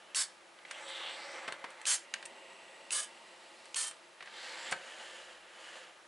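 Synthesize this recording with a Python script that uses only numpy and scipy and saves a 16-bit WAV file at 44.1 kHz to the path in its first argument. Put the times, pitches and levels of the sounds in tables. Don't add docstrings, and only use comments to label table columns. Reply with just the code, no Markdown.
import sys
import numpy as np
from scipy import signal
from scipy.fft import rfft, irfft, next_fast_len
from scipy.io import wavfile
from scipy.ndimage import map_coordinates

SR = 44100
rng = np.random.default_rng(int(sys.argv[2]) if len(sys.argv) > 2 else 0)


def put_to_file(sound):
    columns = np.atleast_2d(sound).T
    safe = np.clip(columns, -1, 1)
    whole_steps = np.round(safe * 32767)
    wavfile.write(sys.argv[1], SR, whole_steps.astype(np.int16))


N = 267951
TIME = np.arange(N) / SR

# centre in Hz, width in Hz, lift in dB.
TABLE_PEAKS = [(340, 31, 6), (527, 19, 2.5), (863, 14, 6.5), (1213.5, 12, 7.5)]


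def from_db(db):
    return 10 ** (np.asarray(db) / 20)


def rms_one(x):
    return x / np.sqrt(np.mean(x ** 2) + 1e-20)


def colour(x, spectrum, peaks=()):
    size = 2 * next_fast_len(len(x) // 2 + 2048)
    hz, points = np.fft.rfftfreq(size, 1 / SR), np.array(spectrum)
    db = np.interp(np.log(hz + 1), np.log(points[:, 0]), points[:, 1])
    db += sum(lift / (1 + (2 * (hz - centre) / width) ** 2) for centre, width, lift in peaks)
    cepstrum = irfft(np.log(from_db(db)))
    cepstrum[1:size // 2] *= 2
    cepstrum[size // 2 + 1:] = 0
    return irfft(rfft(x, size) * np.exp(rfft(cepstrum)))[:len(x)]


def cut(x, hz, kind, order=2):
    return signal.sosfilt(signal.butter(order, hz, kind, fs=SR, output="sos"), x)


def drift(rate, size=N):
    at = np.arange(size) * rate / SR
    return rms_one(np.interp(at, np.arange(8000), rng.standard_normal(8000)))


def swell(s, rise, hold, fall):
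    away = np.minimum(TIME - s, 0) / rise + np.maximum(TIME - s - hold, 0) / fall
    return np.exp(-np.minimum(away ** 2, 30))


def add(out, s, sound):
    start = max(round(s * SR), 0)
    out[start:start + len(sound)] += sound[:N - start]


def ring(modes, t):
    strengths = from_db(rng.normal(0, 1.5, len(modes))) * rng.choice([-1, 1], len(modes))
    return sum(strength * from_db(db - 60 * t / t60) * np.sin(2 * np.pi * hz * t)
               for strength, (hz, db, t60) in zip(strengths, modes))


def table_echoes(x, echo_db, latest_s, count=14):
    echoes = np.zeros(SR // 16)
    gains = rng.choice([-1, 1], count) * from_db(echo_db) / np.sqrt(count)
    delays = rng.uniform(.002, latest_s, count)
    echoes[(delays * SR).astype(int)] = gains
    echoes[0] = 1
    return signal.fftconvolve(x, echoes)[:len(x)]


def room(x, wet_db, t60=0.27, dull_hz=3500):
    t = np.arange(SR // 2) / SR
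    tail = cut(rng.standard_normal(len(t)), dull_hz, "low", order=1)
    tail *= from_db(-60 * t / t60) * (t > .004)
    return x + from_db(wet_db) * signal.fftconvolve(x, tail / np.linalg.norm(tail))[:N]


def spread(x, width, pan_db, decay_s=0.036):
    t = np.arange(SR // 3) / SR
    scatter = rfft(rng.standard_normal(len(t)) * np.exp(-t / decay_s))
    fade = np.clip(3 * (1 - t / t[-1]), 0, 1)
    early = irfft(scatter / np.abs(scatter)) * fade
    side = colour(signal.fftconvolve(x, early)[:N], width)
    return np.array([x + side, x - side]) * from_db([[-pan_db / 2], [pan_db / 2]])


def room_tone(air_db=-58.5, drone_hz=56, rest_db=-101, swell_db=-86):
    # frequency in Hz, relative level in dB.
    air_colour = [(25, -35), (55, -37), (95, -23.5), (135, -20.5), (200, -11), (280, -17), (350, -5),
                  (430, -10.5), (540, -2.5), (1000, -5), (2000, -7), (2600, -9), (5000, -16),
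                  (11000, -21.5)]
    air = from_db(air_db) * rms_one(colour(rng.standard_normal(N), air_colour, TABLE_PEAKS))
    drone_level = from_db(rest_db) + from_db(swell_db) * swell(5.15, rise=.14, hold=.27, fall=.07)
    return air + drone_level * np.sin(2 * np.pi * drone_hz * TIME + .5 * drift(5.4))


def friction(cloth, peaks, grain_db=1.5, judder_db=0.45, split_hz=4400):
    slips = rng.standard_normal(N) * from_db(grain_db * drift(1100) + judder_db * drift(46))
    slips = table_echoes(slips, echo_db=-8, latest_s=.025)
    sound = cut(colour(slips, cloth, TABLE_PEAKS + peaks), 99, "high", order=4)
    rub = rms_one(cut(sound, split_hz, "low", order=8))
    hiss = rms_one(cut(sound, split_hz, "high", order=8))
    return rub, hiss


def soleplate(rub_trim_db=-0.5, hiss_trim_db=-2.5, hiss_power=1.34, muffling=0.85):
    # time of full speed, then speed-up, hold and slow-down, all in seconds; rub and hiss
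    # in dB before trim, weight leant on during the hold in dB.
    strokes = [(0.0, .1, 0.071, .12, -61.5, -75, 0), (0.852, 0.18, 0.55, 0.15, -49.5, -56.5, 4),
               (1.687, .12, .14, 0.15, -54.5, -70, -0.5), (2.254, 0.25, 1.45, 0.39, -55, -67.5, -6.5),
               (4.492, 0.2, 0.22, .04, -47.5, -54, 1), (5.038, 0.47, 0.03, 0.31, -49.5, -56, -0.5),
               (5.68, 0.17, 0.068, 0.16, -52, -58.5, 0)]
    stroke_places = (3, 0, 0, 1, 2, 3, 3)
    # frequency in Hz, relative level in dB.
    cloth_colours = [
        [(88, -55), (150, -36), (343, -11.5), (403, -22), (528, 1.5), (588, -7), (857, -3), (938, -7),
         (2030, -4.5), (2430, -9.5), (5660, -20), (6770, -18.5), (8100, -16), (11000, -28.5), (14300, -77),
         (22000, -120)],
        [(88, -42), (150, -50), (235, -9), (292, -21.5), (343, -5.5), (491, -10.5), (537, 3), (598, -8),
         (873, -3), (1370, -19), (2710, -9), (6300, -42), (7820, -35.5), (11000, -47), (14300, -70),
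         (22000, -120)],
        [(88, -48), (150, -33), (244, -15.5), (297, -25), (343, -10), (410, -16.5), (537, 1.5), (588, -8.5),
         (842, -2.5), (1320, -6), (1960, 6.5), (2300, -2.5), (7540, -13.5), (11000, -20.5), (14300, -50),
         (22000, -120)],
        [(88, -49), (150, -34), (244, -13), (292, -34), (325, -11), (418, -12), (537, 2.5), (577, -2),
         (921, -7.5), (1640, -8.5), (3070, -10.5), (5760, -22), (7280, -16.5), (11000, -29.5), (14300, -56),
         (22000, -120)],
    ]
    # centre and width in Hz, lift in dB.
    gap_peaks = [
        [(2060, 95, 5), (5800, 290, 6.5), (7660, 600, 5)],
        [(1934, 200, 11.5), (2860, 150, 4), (7900, 710, 0.5)],
        [(1940, 380, -5.5), (4790, 200, 5), (7530, 960, 3.5)],
        [(1720, 630, 8), (2980, 930, 8), (7750, 540, -4)],
    ]
    out = np.zeros(N)
    places = [friction(cloth, peaks) for cloth, peaks in zip(cloth_colours, gap_peaks)]
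    for (s, rise, hold, fall, rub_db, hiss_db, lean_db), place in zip(strokes, stroke_places):
        rub, hiss = places[place]
        speed = swell(s, rise, hold, fall)
        weight_db = lean_db * np.clip((TIME - s) / hold, 0, 1)
        flattening_db = muffling * weight_db
        out += speed * from_db(rub_db + rub_trim_db + weight_db) * rub
        out += speed ** hiss_power * from_db(hiss_db + hiss_trim_db - flattening_db) * hiss
    return out


def weave(judder_db=1.2, skirt_db=-5.0, skirt_stretch=2.4):
    # middle and length in seconds, level in dB, pitch in Hz, glide in Hz a second, width in Hz.
    zips = [(0.753, .14, -54, 2940, -2, 995), (0.875, 0.11, -60.5, 8000, 0, 597),
            (0.941, 0.16, -47, 3440, -1500, 1198), (1.02, 0.044, -50.5, 1250, 0, 400),
            (1.05, 0.17, -43.5, 3210, 0, 1100), (1.13, .09, -60, 7900, 0, 696),
            (1.168, 0.28, -53, 4160, 4000, 1440), (1.323, .18, -59, 5620, 2000, 1102),
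            (1.352, 0.27, -68, 8100, -2000, 600), (2.55, .32, -62.5, 2700, -8, 453.5),
            (2.582, 0.95, -71.5, 7900, 3, 600), (4.389, 0.2, -53.5, 3590, 2500, 1410),
            (4.43, 0.13, -66, 7900, 2503, 555), (4.527, .2, -65, 4800, 1000, 845),
            (4.657, 0.17, -56.5, 7440, 0, 903), (4.67, .07, -51.5, 3230, 0, 1200)]
    out, t = np.zeros(N), np.arange(-SR // 2, SR // 2) / SR
    for s, length, db, hz, glide, width in zips:
        phase = 2 * np.pi * (hz * t + glide * t ** 2 / 2)
        band = 0
        for stretch, gain in (1, 1), (skirt_stretch, from_db(skirt_db)):
            at = stretch * width * (t - t[0])
            noise = rng.standard_normal((2, SR // 8))
            real, imag = (map_coordinates(row, [at], order=3, mode="wrap") for row in noise)
            band += gain * (real * np.cos(phase) + imag * np.sin(phase))
        level = from_db(db + judder_db * drift(69.7, size=len(t))) * np.exp(-(2 * t / length) ** 2)
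        add(out, s + t[0], level * rms_one(band))
    return out


def knocks(rattle_db=-8, rattle_decay_s=0.012, ring_db=-17):
    # start in seconds, relative level in dB, bass lift in dB, treble lift in dB,
    # contact time in seconds.
    contacts = [(0.588, -49, -2, -13, 0.0018), (0.65, -43.5, -11, -21, 0.0039),
                (0.71, -34.5, -2, 5, 0.0032), (0.888, -53, -2, 16, 0.0018), (.898, -50, -10, 15.5, 0.0018),
                (.998, -44.5, 8, -11, 0.011), (1.4775, -32, 7.5, -7.5, 0.0056),
                (1.485, -40, 15, -9, 0.0046), (1.5228, -33, 5, 0, 0.0024),
                (1.6406, -37, 11.5, -8.5, 0.0056), (1.7044, -44, 8, 6, 0.0014),
                (1.814, -46.5, -10, 9.5, 0.003), (2.1384, -29, -5.5, -4, 0.0033),
                (2.226, -39.5, -4, -6, 0.0031), (2.253, -44, -17, 13, 0.0048),
                (2.259, -42, -31, 11, 0.0014), (3.655, -47, -7, 2, 0.0034), (3.9112, -42.5, 4, 8.5, 0.0019),
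                (4.205, -42, 4, -18, 0.0061), (4.2247, -41, 3, -6.5, 0.0038),
                (4.257, -47.5, -8, -5, 0.0048), (4.2733, -41, -1, -16, 0.002),
                (4.711, -43, 11, 14.5, 0.0047), (4.72, -32, 9, 4.5, 0.0024),
                (4.7234, -26.5, 7, -3.5, 0.0036)]
    # frequency in Hz, gain in dB.
    housing_colour = [(40, -29), (90, -47), (150, -21), (300, -18.5), (550, -12), (1200, -3.5), (2100, 0.5),
                      (3300, -7.5), (5000, -12), (7000, -14), (9000, -9.5), (11000, -26.5)]
    rattle_colour = [(100, -36), (400, 2), (900, -2.5), (1600, 2), (3000, 0.5), (6000, -4), (11000, -2)]
    # frequency in Hz, relative level in dB, seconds to fall 60 dB.
    housing_modes = [(1610, 2.5, 0.092), (1770, -15, 0.044), (2180, -5.5, 0.038), (2160, -32, 0.036),
                     (3130, -3, 0.06), (4390, 1.5, 0.042), (5240, -14, 0.026)]
    table_modes = [(55, -41, 0.31), (122, -27, 0.18), (192, -14, 0.15), (540, -3, 0.18), (917, -1, 0.14),
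                   (1124, -1, 0.12), (1282, 4, 0.16), (1548, 1, 0.2), (1675, -1, .16), (1840, -18, 0.091)]
    # start in seconds, gain of the table's ring in dB.
    set_downs = [(1.481, -49), (4.7237, -41.5)]
    out, t = np.zeros(N), np.arange(SR // 3) / SR
    for s, db, bass_db, treble_db, contact in contacts:
        crack = rng.choice([-1, 1], len(t)) * np.minimum(3 * t / contact, 1)
        crack *= np.exp(-np.maximum(t / contact - .6, 0))
        rattle = colour(rng.standard_normal(len(t)), rattle_colour)
        rattle *= np.minimum(t / contact, 1) * np.exp(-t / rattle_decay_s)
        body = 2.61 * colour(crack + from_db(rattle_db) * rattle, housing_colour)
        body += from_db(ring_db) * ring(housing_modes, t)
        shelves = [(700, bass_db), (1800, 0), (4000, 0), (8000, treble_db)]
        add(out, s, from_db(db) * colour(body, shelves))
    for s, db in set_downs:
        add(out, s, from_db(db) * ring(table_modes, t) * np.minimum(t / 0.0023, 1))
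    return out


def valve(t, rise_s=0.0002, decay_s=0.0027):
    # frequency in Hz, relative level in dB.
    snap_colour = [(100, -40), (300, -28), (1000, -0.5), (2100, 0.5), (2700, 17), (3400, 5), (4300, 10.5),
                   (6000, 8), (9000, 4), (11000, -3)]
    snap = rms_one(colour(rng.standard_normal(len(t)), snap_colour))
    return snap * np.minimum(t / rise_s, 1) * np.exp(-np.maximum(t - .0015, 0) / decay_s)


def pump(rise_s=0.011, shut_db_per_s=600, sputter_db=0.6, droplet_db=-0.5):
    # start in seconds, click in dB, jet delay in seconds, jet in dB, end of full flow and
    # start of shut-off in seconds after the click, final sag in dB.
    shots = [(0.1467, -31, 0.0016, -30, 0.077, 0.087, -5.5), (1.854, -32, 0.0065, -28, 0.089, 0.1, -5),
             (2.9064, -32.5, 0.0053, -32.5, 0.092, 0.13, -8),
             (3.7441, -33.5, 0.01, -33.5, 0.094, 0.14, -6.5)]
    # frequency in Hz, relative level in dB.
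    jet_colour = [(80, -88), (150, -33), (300, -39), (520, -17), (750, -19), (1100, -8), (1700, -7),
                  (2500, -8), (3300, -5.5), (5600, -3), (7500, -0.5), (9200, 0.5), (10200, -1.5),
                  (11000, -8)]
    # centre and width in Hz, lift in dB.
    jet_peaks = [
        [(1630, 120, 6.5), (3560, 100, 6), (4520, 150, 11), (5270, 58, 16), (7760, 52, 2.5), (7970, 910, 6),
         (10800, 120, 6)],
        [(1646, 110, 10), (3090, 84, 11), (4434, 94, 9.5), (6440, 32, 1), (6500, 260, 6.5), (7480, 50, 8),
         (8790, 88, 10), (9600, 44, -8)],
        [(1197, 55, 12), (1673, 160, 9), (2993, 150, 10.5), (3570, 200, 4), (4720, 160, 5), (6570, 200, 7),
         (8060, 130, 8.5), (9310, 210, 11.5)],
        [(980, 95, 10), (1324, 70, 7), (1785, 31, 11.5), (3124, 47, 16), (4330, 87, 12), (5400, 50, 5),
         (6800, 140, 3), (8470, 310, 7.5), (9330, 200, 5.5)],
    ]
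    out, t = np.zeros(N), np.arange(SR // 3) / SR
    for (s, click_db, delay, jet_db, hold, end, sag_db), peaks in zip(shots, jet_peaks):
        add(out, s, from_db(click_db) * valve(t))
        flow_db = np.interp(t, [hold / 2, hold, (hold + end) / 2, end], [0, -1.5, 1.17 * sag_db, sag_db])
        flow_db -= shut_db_per_s * np.maximum(t - end, 0)
        flow_db += sputter_db * drift(157, size=len(t))
        flow = np.clip((t - delay) / rise_s, 0, 1) * from_db(jet_db + flow_db)
        spray = rng.standard_normal(len(t))
        spray *= from_db(droplet_db * drift(2500, size=len(t)))
        spray = table_echoes(spray, echo_db=-7, latest_s=.014)
        add(out, s, flow * rms_one(colour(spray, jet_colour, peaks)))
    add(out, 2.139, from_db(-31) * valve(t))
    return out


def scene():
    # frequency in Hz, side against middle in dB.
    jet_width = [(450, -9), (1200, -12.5), (3200, -15.5), (8000, -28.5)]
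    cloth_width = [(450, -18.5), (1200, -18.5), (3200, -23.5), (8000, -30)]
    knock_width = [(450, -22), (1200, -16), (3200, -13.5), (8000, -16)]
    air_width = [(60, -9), (450, -11), (1200, -6.5), (3200, -8), (8000, -20.5)]
    steam = spread(room(pump(), wet_db=-14, dull_hz=2200), jet_width, pan_db=1.0, decay_s=0.0061)
    sliding = spread(room(soleplate() + weave(), wet_db=-15.5), cloth_width, pan_db=0.6, decay_s=0.022)
    knocking = spread(room(knocks(), wet_db=-17.0), knock_width, pan_db=0.5, decay_s=0.011)
    return steam + sliding + knocking + spread(room_tone(), air_width, pan_db=0.5)


def record(dry):
    return signal.sosfilt(signal.ellip(12, .1, 75, 11150, fs=SR, output="sos"), dry)


dry = scene()
out = record(dry)
put_to_file(out)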